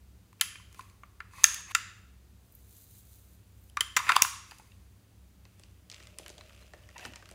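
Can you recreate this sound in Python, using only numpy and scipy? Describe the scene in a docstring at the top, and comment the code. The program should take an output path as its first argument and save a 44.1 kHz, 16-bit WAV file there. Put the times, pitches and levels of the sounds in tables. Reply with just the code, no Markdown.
"""A hollow plastic cup is tapped, its drawer slides out, snaps, and clatters back in: each contact rings
the cup's modes and cracks with noise, and scraping is rough noise, partly through the cup's resonances.
Glitter hisses into a glass dish; a stiff little handbag is lifted and fingered, with knocks, rustles and
creaks. A small hard room answers with echoes and a fading tail of noise; a far machine hums."""
import sys
import numpy as np
from scipy import signal
from scipy.fft import rfft, irfft, next_fast_len
from scipy.io import wavfile
from scipy.ndimage import uniform_filter1d

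SR = 44100
rng = np.random.default_rng(int(sys.argv[2]) if len(sys.argv) > 2 else 0)


def store_pcm(level_fs):
    """Save levels as 16-bit WAV."""
    pcm = np.round(np.clip(level_fs, -1, 1) * 32767).astype(np.int16)
    wavfile.write(sys.argv[1], SR, np.atleast_2d(pcm).T)


N = 323694  # samples in the scene
DIRECTIONS = 8  # each contact is made in this many versions, one for each way the sound leaves


def amp(db):
    """Turns dB into gain."""
    return 10 ** (np.asarray(db) / 20)


def unit(x):
    """Scales a sound to an rms of 1."""
    return x / np.sqrt(np.mean(x ** 2) + 1e-20)


def filtered(x, response):
    """Multiplies the spectrum of x by a response that depends on frequency."""
    size = next_fast_len(len(x) + 8192)  # padding keeps the end from wrapping onto the start
    spectrum = rfft(x, size) * response(np.fft.rfftfreq(size, 1 / SR))
    return irfft(spectrum, size)[:len(x)]


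def along(points, hz):
    """Reads a curve of (f/Hz, value) points on a log frequency axis."""
    f, value = np.transpose(points)
    return np.interp(np.log(hz + 1), np.log(f), value)


def level(rows, column):
    """Gain for every sample from a dB column against time; -140 dB outside the table."""
    rows = np.array(rows)
    return amp(np.interp(np.arange(N) / SR, rows[:, 0], rows[:, column], -140, -140))


def grit(spectrum, spread_db):
    """Dense tiny impacts: coloured noise whose strength jumps at random every 32 samples, rms 1."""
    size_db = abs(spread_db) * rng.exponential(size=N // 32 + 1).clip(0, 5)
    size = amp(size_db).repeat(32)[:N]
    return unit(filtered(size * rng.standard_normal(N), lambda hz: amp(along(spectrum, hz))))


def resonant(modes, spread_db):
    """Dense small slips excite a few resonances, each a peak in the response, rms 1."""
    def peaks(f):
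        response = 0
        for k, (centre, width, db) in enumerate(modes):
            peak = 1j * f * width / (centre * centre - f * f + 1j * f * width)
            response = response + (-1) ** k * amp(db) * peak  # neighbours have opposite signs
        return response
    return unit(filtered(grit([(100, 0), (10000, 0)], spread_db), peaks))


def ring(hz, t):
    """A leading mode with two close, weaker neighbours: plastic never rings pure."""
    near = hz * (1 + 0.025 * rng.standard_normal((2, DIRECTIONS, 1)))
    return np.sin(2 * np.pi * hz * t) + .7 * np.sin(2 * np.pi * near * t).sum(axis=0)


def burst(lo_hz, hi_hz, t):
    """A band of noise starting at the contact, different in each direction."""
    band = signal.butter(3, [lo_hz, min(hi_hz, SR / 2.1)], "bandpass", fs=SR, output="sos")
    return unit(signal.sosfilt(band, rng.standard_normal((DIRECTIONS, len(t)))))


def dying(x, db, t60, t, rise):
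    """Puts x under a quick rise and an exponential decay; its peak, averaged over directions, is at db."""
    x = x * (1 - np.exp(-t / rise)) * amp(-60 * t / t60)
    return amp(db) * x / np.abs(x).max(axis=1).mean()


def heard(s, hits, wet_db, out):
    """Adds a contact at s seconds: one direction comes straight, four off the walls, all feed the room tail."""
    # how long the room rings: (f/Hz, t60/s)
    room_decay = [(500, 0.06), (1200, 0.65), (3000, 0.64), (7000, 0.53), (11000, .42), (15000, 0.25)]
    # echoes from the table and near walls: (delay/s, level/dB)
    wall_echoes = [(.006, -24.5), (0.011, -21), (.017, -25.5), (.026, -29)]
    hz, t, noise = signal.stft(rng.standard_normal(SR // 2 + 8192), SR, nperseg=512)
    power = np.mean(np.abs(rfft(hits, 2048)) ** 2, axis=0)
    colour = np.sqrt(uniform_filter1d(power, size=4)[::4])  # the contact's own spectrum, smoothed
    decay = amp(-60 * t / along(room_decay, hz)[:, None])
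    tail = signal.istft(noise * colour[:, None] * decay, SR, nperseg=512)[1]
    tail *= 1 - np.exp(-np.arange(len(tail)) / SR / 0.0057)  # the diffuse field builds up
    # the tail's energy is wet_db relative to the average direction
    tail *= amp(wet_db) * np.linalg.norm(hits) / np.sqrt(DIRECTIONS) / np.linalg.norm(tail)
    for hit, (delay, db) in zip(hits, [(0.00019, 0.0015)] + wall_echoes):
        tail[round(delay * SR):][:len(hit)] += amp(db) * hit
    return out + np.pad(tail, (round(s * SR), N))[:N]


def room_tone():
    """Steady air noise and a far machine's hum: narrow noise bands that waver, with steady tones."""
    # colour of the air noise: (f/Hz, relative level/dB)
    air_colour = [(76, -46.5), (130, -12.5), (187, -1.5), (211, -5), (309, -6.5), (410, -10.5),
                  (565, -14.5), (1100, -18.5), (1240, -18.5), (1890, -20.5), (2140, -20.5), (3530, -22),
                  (16000, -25.5)]
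    # parts of the hum: (f/Hz, width/Hz, wavering level/dB, steady level/dB)
    hum_parts = [(64.9, 5.8, -64.5, -61.5), (96.4, 13, -64, -68.5), (105.3, 30, -66, -81),
                 (184.4, 36, -72.5, -78.5), (49.4, 3.5, -73, -73.5), (28.4, 22, -84.5, -99)]
    air_db = -66.5
    out = amp(air_db) * unit(filtered(rng.standard_normal(N), lambda hz: amp(along(air_colour, hz))))
    for centre, width, waver_db, steady_db in hum_parts:
        waver = filtered(rng.standard_normal(N), lambda hz: np.exp(-((hz - centre) / width) ** 2))
        steady = np.sin(2 * np.pi * (centre * np.arange(N) / SR + rng.random()))
        out = out + amp(waver_db) * unit(waver) + amp(steady_db) * unit(steady)
    return out


def glitter():
    """A hiss of countless flakes on glass, swelling with each shake; a few heard singly."""
    # single flakes: (t/s, peak/dB)
    flakes = [(2.5222, -46), (2.5506, -38), (2.5895, -53), (2.6938, -51), (2.7828, -47), (3.6177, -59.5),
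              (3.64, -53.5), (3.6689, -67)]
    # glitter shaken out: (start/s, length/s, top level of the fine hiss/dB)
    surges = [(2.695, 0.14, -62.5), (2.888, 0.11, -62.5), (3.093, 0.069, -66.5), (3.243, 0.11, -72)]
    # glitter running between surges: (t/s, level of the fine hiss/dB)
    trickle = [(2.4, -79), (2.62, -68), (3.2, -66), (3.36, -78), (3.45, -79.5), (3.7, -70)]
    # colour of the hiss: (f/Hz, relative level/dB)
    colour = [(1470, -38), (2500, -12), (3280, -11.5), (3890, -4.5), (5270, -11), (6250, -3), (9960, -2.5),
              (15200, 0.5), (16000, -11)]
    out, t = np.zeros(N), np.arange(512) / SR
    for s, db in flakes:
        out = heard(s, dying(burst(11000, 15900, t), db, 0.019, t, rise=0.00038), -12, out)

    flow = level(trickle, 1)
    for s, length, db in surges:
        # a quick start, a slow swell to the top, then a quick stop
        swell = [(s - .02, db - 19), (s, db - 8), (s + length, db), (s + length + .04, db - 22)]
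        flow = flow + level(swell, 1)
    fine_hiss = grit(colour, spread_db=2.0)
    coarse_ticks = amp(-6.5) * grit(colour, spread_db=5.5)
    return out + flow * (fine_hiss + coarse_ticks)


def bag():
    """Stiff coated fabric crackles and thuds; fingers rustle on it and the handle creaks."""
    # contacts: (t/s, peak of reference/dB, then relative to it: thud/dB, knock/dB, tick/dB)
    bag_contacts = [(5.4525, -42, -19, -9.5, -29), (5.5962, -42.5, -16, -19, -2),
                    (5.6353, -38, -24.5, -16, -18), (5.8995, -28.5, -37, -21.5, -15),
                    (5.915, -28, -39, -30, -20), (5.9244, -35, -23, -15, -28),
                    (5.9439, -29.5, -46, -22, -34), (5.9574, -44, -35, -16, -24),
                    (6.0025, -42, -14, -6, -19), (6.0267, -39, -24, -15, -17), (6.0706, -36, -30, -15, -14),
                    (6.186, -26, -27, -18, -4), (6.1954, -36, -8.5, -14, -25),
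                    (6.2618, -30, -33, -8.5, -14), (6.2808, -32, -22, -12.5, -1),
                    (6.293, -32, -27, -25, -14), (6.3006, -31.5, -13.5, -24, -13),
                    (6.3805, -31.5, -23, -27, -19), (6.388, -44, -7, -15, -27),
                    (6.4096, -38, -37, -3, -26.5), (6.5054, -51, -31.5, 0, -27),
                    (6.6242, -51, -2.5, 0.5, -26), (6.7353, -37, -4.5, -5.5, -15),
                    (6.836, -51, -19, -4.5, -18), (6.8885, -38.5, -17, -6.5, -17),
                    (6.98, -27, -25.5, -18, -16), (6.9944, -32, -22, -9, -17.5),
                    (7.041, -37, -20, -17, -25), (7.0513, -28.5, -18, -4, -27),
                    (7.1354, -36.5, -20, -5.5, -16), (7.1583, -24.5, -35, -14.5, -17),
                    (7.225, -48.5, -4, 4, -9), (7.2565, -35.5, -27, -13, -29), (7.2896, -35, -33, -15, -11),
                    (7.3124, -38.5, -9, -11, -1.5)]
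    # handling: (t/s, rustle level/dB, hollow boom level/dB)
    grip = [(5.4, -86.5, -99), (5.6, -68.5, -78), (5.85, -85, -87), (5.93, -62, -68.5), (6.07, -59.5, -68),
            (6.16, -71, -69), (6.2, -59, -63), (6.31, -70, -63.5), (6.4, -65, -64), (6.62, -62.5, -67),
            (6.72, -69, -74), (6.75, -66.5, -62.5), (6.92, -67.5, -72), (7.05, -50, -60), (7.17, -69, -71),
            (7.27, -69, -69.5), (7.34, -63.5, -62)]
    # handle rubbing in its loop: (t/s, creak level/dB, groan level/dB)
    strap = [(6.94, -85.5, -76), (6.962, -47, -68), (6.99, -54.5, -75.5), (7.036, -50, -61.5),
             (7.047, -61, -62), (7.061, -42, -46), (7.12, -69, -58), (7.163, -59.5, -67), (7.22, -72, -72)]
    # colour of the rustle: (f/Hz, relative level/dB)
    leather = [(590, -138), (1000, -4), (1260, 1), (1790, -2), (2680, 6), (4310, -6.5), (4840, -3),
               (9600, -9.5), (16000, -20.5)]
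    # resonances of the air inside, the handle and the flexing soft walls: (f/Hz, width/Hz, relative level/dB)
    hollow = [(337.7, 43, -5.5), (605, 66, -0.5)]
    handle = [(735, 57, -1), (944, 46, 0.5), (1013, 43, -2), (1828, 67, 1), (1961, 61, -3), (2300, 49, -14),
              (2660, 56, -0.5)]
    fold = [(172, 270, -3), (326.1, 68, 2.5)]
    knock_hz, knock_scatter = 2380, 0.4  # middle pitch, and its random spread in natural-log units
    snap_db, snap_t60 = -5.5, 0.012  # dB relative to the reference, s
    out, t = np.zeros(N), np.arange(1024) / SR
    for s, peak_db, thud_db, knock_db, tick_db in bag_contacts:
        pitch = knock_hz * np.exp(knock_scatter * rng.standard_normal())
        knock = ring(pitch, t) + 1.7 * burst(930, 2270, t)
        hit = dying(burst(300, 730, t), thud_db, 3 * snap_t60, t, rise=0.0025)
        hit = hit + dying(knock, knock_db, 2.8 * snap_t60, t, rise=0.00028)
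        hit = hit + dying(burst(2070, 7000, t), snap_db, snap_t60, t, rise=0.00013)
        hit = hit + dying(burst(6300, 12000, t), tick_db, 0.43 * snap_t60, t, rise=0.000099)
        out = heard(s, amp(peak_db) * hit, -9.5, out)

    rustle = level(grip, 1) * grit(leather, spread_db=4.0)
    boom = level(grip, 2) * resonant(hollow, spread_db=3.5)
    creak = level(strap, 1) * resonant(handle, spread_db=4.5)
    groan = level(strap, 2) * resonant(fold, spread_db=6.5)
    return out + rustle + boom + creak + groan


def drawer():
    """The drawer and fingers scrape along the cup: a hiss, and small slips that rattle the shell."""
    # strokes: (start/s, loudest/s, end/s, hiss/dB, rattle/dB, swell from the start/dB, fade to the end/dB)
    strokes = [(.7, .79, 1.05, -62, -64, 14, 26), (1.31, 1.387, 1.616, -54.5, -52.5, 15.5, 3),
               (1.58, 1.716, 1.72, -51, -41, 63, 1.5), (4.0, 4.12, 4.222, -46.5, -36, 15.5, 12.5),
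               (4.46, 4.5, 6.1, -63, -64, 5, 73)]
    # colour of the hiss: (f/Hz, relative level/dB)
    rub = [(1760, -39.5), (3000, -7), (4860, -2), (5330, -11.5), (6300, -0.5), (7350, -6.5), (9800, -3),
           (16000, -15.5)]
    # cup modes woken by rubbing: (f/Hz, width/Hz, relative level/dB)
    shell = [(1090, 130, 0), (1720, 350, -9), (2150, 510, -5), (2620, 71, -2), (2530, 130, -4.5)]
    hiss, rattle = grit(rub, spread_db=2.0), resonant(shell, spread_db=-0.5)
    out = np.zeros(N)
    for start, top, end, hiss_db, rattle_db, swell_db, fade_db in strokes:
        swell = level([(start, -swell_db), (top, 0), (end, -fade_db)], 1)
        out = out + swell * (amp(hiss_db) * hiss + amp(rattle_db) * rattle)
    return out


def cup_blow(levels_db, spots_hz, t60, t):
    """One blow rings the cup's modes, most changed near the struck spots; high parts start and die sooner."""
    # modes: (f/Hz, relative level struck at its spot/dB, relative level struck elsewhere/dB)
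    cup_modes = [(880, -4, -30), (1060, 1, -23.5), (1157, -1.5, -14.5), (1356, 0.5, -10), (1758, 0.5, -9),
                 (2044, -2, -9), (2400, 2.5, -8.5), (2680, 0.5, -6.5), (3100, 5.5, -16), (3675, -1.5, -10),
                 (4250, -5, -15.5), (4800, -0.5, -10.5), (5700, -3.5, -13), (6500, -0.5, -13),
                 (7200, -3, -12.5), (9770, -7, -14), (10900, -2, -15.5), (14600, -7, -17.5)]
    # noise of a contact: (from f/Hz, to f/Hz, relative level/dB)
    crack = [(1130, 2400, -4.5), (2300, 3900, -3), (4203, 8000, -3), (5573, 11000, -6),
             (10000, 41000, -6.5)]
    body_hz, wall_hz, edge_hz, tip_hz = 1500, 3040, 7600, 13000  # where the levels apply
    tip_follows = .3  # above the edge the slope from wall to edge carries on by this share
    spot_width, scatter_db = 0.14, 1.73  # octaves; random dB for each mode in each blow
    damping, rise_cycles = 0.25, 2.8  # t60 falls as Hz to this power; rise time constant in cycles
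    body_db, wall_db, edge_db = levels_db
    tip_db = edge_db + tip_follows * (edge_db - wall_db)
    force = [(body_hz, body_db), (wall_hz, wall_db), (edge_hz, edge_db), (tip_hz, tip_db)]

    def part(x, hz, db):
        part_t60 = t60 * (wall_hz / hz) ** damping
        return dying(x, db + along(force, hz), part_t60, t, rise=rise_cycles / hz)

    hit = 0
    for hz, on_db, off_db in cup_modes:
        octaves_away = np.log2(hz / np.array(spots_hz))
        nearness = np.exp(-(octaves_away / spot_width) ** 2).max()
        mode_db = off_db + (on_db - off_db) * nearness + scatter_db * rng.standard_normal()
        hit = hit + part(ring(hz, t), hz, mode_db)
    for lo, hi, db in crack:
        hit = hit + part(burst(lo, hi, t), np.sqrt(lo * hi), db)
    small = signal.butter(4, 800, "highpass", fs=SR, output="sos")  # a small shell radiates little bass
    return signal.sosfilt(small, hit)


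def cup():
    """Each contact on the hollow cup is a ringing, cracking blow with a low thump of noise beside it."""
    # contacts: (t/s, thump peak/dB, body/dB, wall/dB, edge/dB, low spot f/Hz, high spot f/Hz, t60 at wall/s)
    cup_contacts = [(.329, -93, -53, -58, -54, 1040, 4240, 0.0057),
                    (.396, -62, -52.5, -55, -59, 2560, 7690, 0.037),
                    (.4109, -66.5, -19, -20, -11.5, 3000, 11640, 0.028),
                    (.555, -53, -43, -47, -56, 2420, 6120, 0.025),
                    (.598, -80, -53, -67, -58, 1050, 6090, 0.017),
                    (.727, -74, -56, -60, -48, 1230, 6500, 0.011),
                    (.745, -59, -49, -55, -48, 2320, 5810, 0.013),
                    (.7923, -59, -37, -50, -44.5, 1080, 4000, 0.024),
                    (.808, -59, -55, -44, -52, 2400, 9350, 0.017),
                    (.898, -72, -68, -57.5, -54, 2430, 4250, .012),
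                    (1.034, -49.5, -36, -53, -65, 1200, 6460, 0.012),
                    (1.203, -54.5, -28, -43.5, -52, 1517, 4560, 0.021),
                    (1.334, -71, -50, -63, -54, 1070, 8400, 0.042),
                    (1.381, -64.5, -46, -55, -59.5, 1049, 6150, 0.026),
                    (1.4353, -50.5, -32.5, -37.5, -25.5, 1070, 6500, 0.026),
                    (1.441, -40, -13, -10, -2, 1700, 6500, .014),
                    (1.544, -74, -45, -35.5, -24, 2430, 10100, 0.0075),
                    (1.749, -45, -14.5, -15.5, -15.5, 1444, 6880, 0.022),
                    (3.698, -73.5, -77, -60, -52, 3100, 10900, 0.01),
                    (3.77, -53, -19, -29, -32.5, 1177, 5500, 0.018),
                    (3.807, -39, -22, -23.5, -16, 3100, 10000, 0.025),
                    (3.9651, -37, -15, -18.5, -17, 1940, 5680, 0.051),
                    (3.97, -60.5, -17, -31, -16, 1124, 7500, 0.023),
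                    (3.989, -52, -29.5, -28.5, -38.5, 1183, 4730, 0.037),
                    (3.998, -79, -25.5, -50, -48.5, 1106, 7400, 0.019),
                    (4.067, -49.5, -31, -38.5, -47.5, 1840, 5070, .021),
                    (4.081, -55, -26, -35.5, -45, 1960, 4760, 0.018),
                    (4.0911, -46, -10, -22.5, -25.5, 1233, 4040, 0.054),
                    (4.1, -41, -15.5, -35, -38.5, 1072, 4100, 0.0093),
                    (4.1191, -40.5, -15.5, -23, -25.5, 2410, 4620, 0.012),
                    (4.155, -42, -28.5, -24.5, -46, 1060, 6510, 0.018),
                    (4.162, -41.5, -22, -31.5, -15.5, 1180, 3990, 0.007),
                    (4.1646, -63, -10, -11, -15, 1049, 4600, 0.0065),
                    (4.219, -82, -29.5, -17, -19.5, 2526, 9700, .025),
                    (4.221, -33.5, -18, -14.5, -0.5, 1026, 5750, 0.0072),
                    (4.248, -52, -22, -29.5, -34, 1027, 7560, 0.013),
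                    (4.51, -59, -47, -50, -45, 2900, 4840, 0.036),
                    (4.519, -53, -30, -59, -52, 910, 7560, 0.0039),
                    (4.584, -70.5, -70, -57, -46, 2800, 10900, 0.022),
                    (4.597, -59, -41.5, -67, -54, 887, 4520, 0.009),
                    (4.718, -86, -71, -52, -63, 2580, 4380, 0.021)]
    out, t = np.zeros(N), np.arange(2048) / SR
    for s, thump_db, body_db, wall_db, edge_db, low_hz, high_hz, t60 in cup_contacts:
        blow = cup_blow((body_db, wall_db, edge_db), (low_hz, high_hz), t60, t)
        thump = dying(burst(170, 720, t), thump_db, 0.67 * t60, t, rise=.002)
        out = heard(s, blow + thump, -12.0, out)
    return out


def scene():
    """Adds all the sources at one microphone."""
    return (room_tone() + glitter() + bag() + drawer() + cup())[None]


def record(dry):
    """The microphone has a few dips, cuts peaks flat at full scale and strongly weakens the top treble."""
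    # the microphone's weak spots: (f/Hz, width/Hz, level/dB)
    mic_dips = [(5460, 130, -5), (8337, 850, -0.5), (11380, 500, -3.5)]
    top_hz = 15800  # the treble starts to fall here less 300 Hz

    def dips(hz):
        return amp(sum(db * np.exp(-((hz - centre) / width) ** 2) for centre, width, db in mic_dips))

    def band_limit(hz):
        return np.clip((top_hz + 300 - hz) / 600, .003, 1)

    clipped = np.clip(filtered(dry[0], dips), -1, 1)
    return filtered(clipped, band_limit)[None]


dry = scene()
out = record(dry)
store_pcm(out)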